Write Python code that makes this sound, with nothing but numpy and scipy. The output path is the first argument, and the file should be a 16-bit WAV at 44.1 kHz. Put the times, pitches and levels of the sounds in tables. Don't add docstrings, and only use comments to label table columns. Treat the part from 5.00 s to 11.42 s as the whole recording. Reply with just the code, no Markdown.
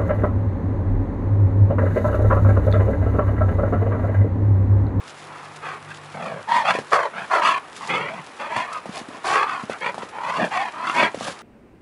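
import sys
import numpy as np
from scipy import signal
from scipy.io import wavfile
from scipy.ndimage import uniform_filter1d, map_coordinates

SR = 44100
rng = np.random.default_rng(int(sys.argv[2]) if len(sys.argv) > 2 else 0)


def transcribe(signal):
    frames = np.atleast_2d(signal).T
    limited = np.clip(frames, -1, 1)
    pcm = np.round(limited * 32767).astype(np.int16)
    wavfile.write(sys.argv[1], SR, pcm)


N = 283122
TIME = np.arange(N) / SR

# [f/Hz, level/dB per Hz]
TOWN_SPECTRUM = [(30, -15), (60, -8), (140, -5.5), (350, 1.5), (600, 0), (1030, 4.5), (2400, -6),
                 (5000, -24), (11000, -23)]
# [f/Hz, level/dB]
ENGINE_PARTIALS = [(102.3, -54.5), (150.7, -49.5)]
# [t/s, gain/dB]
ENGINE_FADE_CURVE = [(0, -8.5), (1.0, 1), (2.2, -18.5), (3.2, -29)]
# [f/Hz, level/dB per Hz]
RUSTLE_SPECTRUM = [(500, 5.5), (1500, 2.5), (3000, 10), (5500, 5), (6800, 3.5), (11000, -5)]
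# [start t/s, length t/s, level/dB]
GRASS_SWISHES = [(0.062, 0.057, -47.5), (0.19, 0.071, -51), (1.877, .13, -44.5), (2.737, 0.2, -46.5),
                 (3.905, .127, -40), (4.229, 0.15, -32), (5.84, .246, -41), (6.18, 0.17, -35.5)]
# [delay t/s, level/dB]
ECHOES = [(.009, -19.5), (.027, -18), (0.052, -27)]
# [start t/s, length t/s, crest level/dB, crest place 0-1, mouth resonance f/Hz, shape name]
CALLS = [(0.278, 0.25, -39, 0.35, 1060, "wheeze"), (0.624, 0.16, -30, 0.3, 1170, "pant"),
         (0.87, 0.062, -36.5, 0.74, 1360, "pant"), (1.141, 0.28, -29.5, 0.36, 900, "grumble"),
         (1.48, .16, -15, 0.54, 936, "yip"), (1.643, 0.089, -15, 0.51, 1056, "snarl"),
         (1.726, .08, -25, 0.24, 1000, "yelp"), (1.92, 0.16, -15.5, 0.12, 1156, "bark"),
         (2.129, 0.13, -29.5, 0.46, 1220, "pant"), (2.303, 0.12, -16, 0.31, 1170, "bark"),
         (2.415, 0.17, -14.5, 0.33, 1086, "screech"), (2.805, 0.09, -31.5, 0.34, 1020, "wheeze"),
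         (2.887, 0.21, -22.5, .2, 1170, "growl"), (3.068, 0.15, -31, 0.28, 1064, "growl"),
         (3.395, 0.15, -30, 0.18, 1020, "pant"), (3.496, .165, -23, .55, 947, "yelp"),
         (3.659, .14, -27, 0.67, 1063, "wheeze"), (3.933, 0.091, -33.5, 0.42, 780, "pant"),
         (4.1, .1, -38, .45, 975, "grumble"), (4.242, .225, -15.5, .58, 1116, "yowl"),
         (4.46, 0.18, -25.5, 0.17, 1120, "wheeze"), (4.698, 0.079, -33, 0.14, 1200, "pant"),
         (4.81, .1, -22.5, .5, 970, "roar"), (4.993, 0.05, -30.5, 0.6, 1020, "wheeze"),
         (5.126, 0.32, -23.5, .72, 974, "wheeze"), (5.382, .1, -21.5, 0.4, 1100, "grunt"),
         (5.512, 0.19, -21, 0.34, 1008, "yelp"), (5.736, .22, -22, 0.73, 1100, "wheeze"),
         (5.939, 0.15, -15.5, 0.44, 986, "roar"), (6.206, 0.11, -31, 0.62, 1295, "grumble")]
MOUTH_SHAPES = {"pant": (-10, 492, -9.5, 602, 1532, -12.5, 2364, -9),
                "grumble": (1.5, 576, -2.5, 273, 1446, -6.5, 2350, -13.5),
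                "yip": (-17.5, 727, -17.5, 178, 1810.5, -11, 3298, -21.5),
                "snarl": (-16.5, 748, -7, 167, 1494, -8.5, 2409, -12),
                "bark": (-21.5, 624, -5, 497, 1789, -17, 2299, -17),
                "screech": (-18.5, 593, -19.5, 262, 1563, -11, 2555, -12),
                "growl": (0.5, 516, -6.5, 549, 2094, -5.5, 2484, -7),
                "yelp": (-13.5, 703, -11.5, 129, 1810, -10.5, 2580, -15.5),
                "yowl": (-18, 537, -11.5, 450, 1520, -14, 2368, -14),
                "wheeze": (-10, 654, -20, 489, 1814, -17, 2500, -15),
                "grunt": (4, 415, 15, 356, 1514, 5, 2600, -3),
                "roar": (-6, 527, -9, 219, 1635, -6, 2268, -7)}
# [start t/s, end t/s, first pitch f/Hz, last pitch f/Hz, voiced share 0-1]
FOLD_SQUEALS = [(1.456, 1.63, 896, 988, 0.67), (2.44, 2.6, 1080, 1164, 0.16),
                (3.097, 3.152, 620, 681.4, 0.66), (3.713, 3.8, 1291, 1202, 0.69),
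                (4.321, 4.53, 1019, 1292, 0.39), (5.546, 5.669, 682, 870, 0.5)]
# [t/s, boost level/dB]
AIR_JOLTS = [(1.518, 5), (1.684, 1.5), (1.705, 7), (1.93, 7), (2.384, 0), (3.563, 8), (4.355, 7.5)]
# [t/s, level/dB]
TWIG_SNAPS = [(0.5606, -33), (2.764, -26), (2.8734, -27), (3.729, -26.5), (4.0842, -40), (4.944, -40),
              (5.089, -34.5)]
# [t/s, level/dB, slap pitch f/Hz]
PAW_LANDINGS = [(1.751, -13.5, 554), (1.787, -13, 490), (3.564, -11.5, 993), (3.857, -20, 680),
                (3.891, -21, 197), (4.013, -27.5, 220), (4.086, -25.5, 265), (4.635, -22.5, 207),
                (4.697, -14, 530), (4.944, -19, 1000), (4.98, -17, 745), (5.031, -21, 450),
                (5.447, -13.5, 657), (6.145, -15, 533), (6.173, -25.5, 220), (6.209, -16, 675),
                (6.282, -15, 705)]

TOWN_DB, SNAP_GAIN_DB = -42, -7.5
SWELL_DB = 18
FADE_DB, FADE_DB_PER_S = 7, 24
FADE_CURVE = 1.285
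ATTACK_S, RELEASE_S = 0.012, 0.02825
JOLT_S = 0.0065
KNOCK = 5.5
CUTOFF_HZ = 11100


def from_db(db):
    return 10 ** (np.asarray(db) / 20)


def rms_one(x):
    return x / np.sqrt(np.mean(x ** 2) + 1e-20)


def in_time(rows):
    s, *columns = np.transpose(rows)
    return [np.interp(TIME, s, c) for c in columns]


def drift(rate):
    r = np.exp(-20 * np.pi * rate / SR)
    noise = rng.standard_normal(N // 10 + 4002)
    slow = signal.lfilter([1], [1, -2 * r, r * r], noise)[4000:]
    return np.interp(np.arange(N) / 10, np.arange(len(slow)), rms_one(slow))


def cut(x, hz, kind, order=2):
    return signal.sosfilt(signal.butter(order, hz, kind, fs=SR, output="sos"), x)


def resonance(x, hz, width_hz):
    b, a = signal.iirpeak(hz, hz / width_hz, fs=SR)
    once = signal.lfilter(b, a, x + 1e-18)
    return signal.lfilter(b, a, once)


def coloured(source, spectrum):
    hz, db = np.transpose(spectrum)
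    draws, out = [source(), source()], 0
    for k, low in enumerate(30 * 2 ** np.arange(0, 9, .5)):
        centre = low * 2 ** .25
        gain = from_db(np.interp(np.log(centre), np.log(hz), db))
        out = out + gain * cut(draws[k % 2], [low, low * np.sqrt(2)], "band")
    return rms_one(out)


def add(track, s, sound):
    at = max(round(s * SR), 0)
    track[at:at + len(sound)] += sound[:N - at]


def garden():
    hush = from_db(TOWN_DB) * coloured(lambda: rng.standard_normal(N), TOWN_SPECTRUM)
    turns = np.cumsum(1 + 0.0074 * drift(7.2)) / SR
    hum = 0
    for hz, db in ENGINE_PARTIALS:
        level = from_db(db + 2.7 * drift(7.9)) * np.sqrt(2)
        hum = hum + level * np.sin(2 * np.pi * hz * turns)
    fade_db, = in_time(ENGINE_FADE_CURVE)
    return hush + hum * from_db(fade_db)


def grass(blades_per_s, size_spread_db, swish, trample_db):
    restless = from_db(3 * np.minimum(drift(12), 1.5))
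    pressure = from_db(trample_db) * restless
    for start, length, db in GRASS_SWISHES:
        through = np.clip((TIME - start) / length, 0, 1)
        pressure = pressure + from_db(db) * np.sin(np.pi * through)
    clumps = from_db(2.0 * drift(67))
    struck = rng.random(N) < blades_per_s / SR
    ticks = struck * from_db(size_spread_db * np.minimum(rng.exponential(1, N), 4))
    rustle = coloured(lambda: (ticks + swish) * clumps * rng.standard_normal(N), RUSTLE_SPECTRUM)
    return pressure * rustle


def fence(x, dull_hz):
    dull = cut(x, dull_hz, "low", order=1)
    return sum(from_db(db) * np.interp(TIME - s, TIME, dull, left=0) for s, db in ECHOES)


def dogs():
    air = rasping_air(flap_hz=95.7, jitter=.4, flap_decay_s=0.0065, steady=1.0, knock=KNOCK)
    tone, voiced = voicing()
    out = np.zeros(N)
    for start, length, crest_db, crest_at, mouth_hz, shape in CALLS:
        span = slice(round((start - RELEASE_S) * SR), round((start + length + RELEASE_S) * SR))
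        t = TIME[span] - start
        opens = np.clip(t / ATTACK_S + .5, 0, 1)
        shuts = np.clip((length - t) / RELEASE_S + .5, 0, 1)
        effort = from_db(crest_db + effort_db(t, length, crest_at))
        opening = np.sqrt(effort / effort.max())
        rasp = throat(air[span], mouth_hz, shape, hiss_db=-36)
        rasp = moving_jaw(rasp, opening, glide=0.27, closed_hz=2980)
        rasp = off_the_ground(rasp, bounce=0.68, path_s=0.002199, head_speed=0.0022)
        airy = np.sqrt(1 - voiced[span]) * rasp * even_gain(rasp)
        squealing = np.sqrt(voiced[span]) * tone[span]
        out[span] += opens * shuts * effort * (airy + squealing)
    throb = from_db(1.63 * drift(37.6))
    return cut(out * air_push() * throb, 146, "high", order=4)


def rasping_air(flap_hz, jitter, flap_decay_s, steady, knock):
    cycles = np.cumsum(flap_hz * np.exp(jitter * drift(50))) / SR
    flaps = np.diff(np.floor(cycles), prepend=0) * from_db(5.7 * drift(94))
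    puffs = signal.lfilter([1], [1, -np.exp(-1 / (flap_decay_s * SR))], flaps)
    return rng.standard_normal(N) * (steady + puffs) + knock * flaps


def voicing():
    points = []
    voiced = np.zeros(N)
    for start, end, first, last, share in FOLD_SQUEALS:
        points += [(start, first), (end, last)]
        add(voiced, start, share * signal.windows.tukey(round((end - start) * SR), .5))
    pitch, = in_time(points)
    return squeal(pitch, jitter=0.03065, shimmer_db=2.0), voiced


def squeal(pitch, jitter, shimmer_db):
    phase = 2 * np.pi * np.cumsum(pitch * (1 + jitter * drift(167.3))) / SR
    partials_db = [0.5, -17.5, -32, -33]
    tone = sum(from_db(db) * np.sin(k * phase) for k, db in enumerate(partials_db, 1))
    tone = tone * from_db(shimmer_db * drift(180))
    return tone * even_gain(tone)


def even_gain(x):
    size = SR // 70
    power = cut(x, [500, 3500], "band") ** 2
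    return 1 / np.sqrt(uniform_filter1d(uniform_filter1d(power, size), size) + 1e-9)


def effort_db(t, length, crest_at):
    through = np.clip(t / length, 0, 1)
    to_come = np.maximum(crest_at - through, 0)
    spent = np.maximum(through - crest_at, 0) / (1 - crest_at)
    final_drop_db = FADE_DB + FADE_DB_PER_S * length * (1 - crest_at)
    return -SWELL_DB * to_come - final_drop_db * spent ** FADE_CURVE


def throat(flow, mouth_hz, shape, hiss_db):
    (chest_db, pharynx_hz, pharynx_db, mouth_width_hz,
     muzzle_hz, muzzle_db, teeth_hz, teeth_db) = MOUTH_SHAPES[shape]
    # (f/Hz, width/Hz of each filter pass, level/dB); the last two are fixed upper resonances
    tract = [(175, 150, chest_db + 1.5), (pharynx_hz, 480, pharynx_db), (mouth_hz, mouth_width_hz, 0),
             (muzzle_hz, 600, muzzle_db), (teeth_hz, 700, teeth_db),
             (3230, 550, teeth_db - 9.5), (4250, 700, -26)]
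    voice = 0
    for k, (hz, width_hz, db) in enumerate(tract):
        arriving = np.roll(flow, k * SR // 1500)
        voice = voice + from_db(db) * resonance(arriving, hz, width_hz)
    return voice + from_db(hiss_db) * cut(flow, [4000, 7500], "band", order=1)


def moving_jaw(x, opening, glide, closed_hz):
    reading = np.cumsum(1 + glide * (opening - opening.mean()))
    slid = map_coordinates(x, [reading], order=3, mode="mirror")
    return opening * slid + (1 - opening) * cut(slid, closed_hz, "low", order=1)


def off_the_ground(x, bounce, path_s, head_speed):
    t = TIME[:len(x)]
    head = head_speed * rng.choice([-1, 1]) * (t - t.mean())
    delay = path_s * rng.uniform(0.484, 1.49) + head
    return x + bounce * map_coordinates(x, [(t - delay) * SR], order=3)


def air_push():
    push = np.ones(N)
    for s, db in AIR_JOLTS:
        add(push, s, (from_db(db) - 1) * signal.windows.tukey(round(JOLT_S * SR), .5))
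    return push


def snaps(decay_s):
    out, t = np.zeros(N), TIME[:SR // 20]
    for s, db in TWIG_SNAPS:
        crack = rms_one(cut(rng.standard_normal(len(t)), [800, 7000], "band", order=1))
        add(out, s, from_db(db + SNAP_GAIN_DB) * crack * np.exp(-t / decay_s))
    return out


def paws(slap_cycles, turf_hz, turf_db, turf_decay_s, scuff_db, scuff_decay_s):
    out, t = np.zeros(N), TIME[:SR // 8]
    for s, db, hz in PAW_LANDINGS:
        swell = hz * t / slap_cycles
        slap = np.sin(2 * np.pi * hz * t) * swell * np.exp(1 - swell)
        thud = rms_one(resonance(rng.standard_normal(len(t)), turf_hz, 175)) * np.exp(-t / turf_decay_s)
        scuff = rms_one(cut(rng.standard_normal(len(t)), 800, "low", order=1))
        scuff = scuff * np.exp(-t / scuff_decay_s)
        add(out, s, from_db(db) * (slap + from_db(turf_db) * thud + from_db(scuff_db) * scuff))
    return cut(out, 143, "high")


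def scene():
    lawn = grass(blades_per_s=1300, size_spread_db=6.5, swish=1.0, trample_db=-53.5)
    feet = paws(slap_cycles=0.48, turf_hz=170, turf_db=-18.5, turf_decay_s=0.014,
                scuff_db=-17.5, scuff_decay_s=0.023)
    play = lawn + dogs() + snaps(decay_s=0.0089) + feet
    return (garden() + play + fence(play, dull_hz=3030))[None]


def record(dry):
    rounded = 1.2 * np.tanh(cut(dry, 55, "high") / 1.2)
    return signal.sosfilt(signal.ellip(14, .2, 80, CUTOFF_HZ, fs=SR, output="sos"), rounded)


dry = scene()
out = record(dry)
transcribe(out)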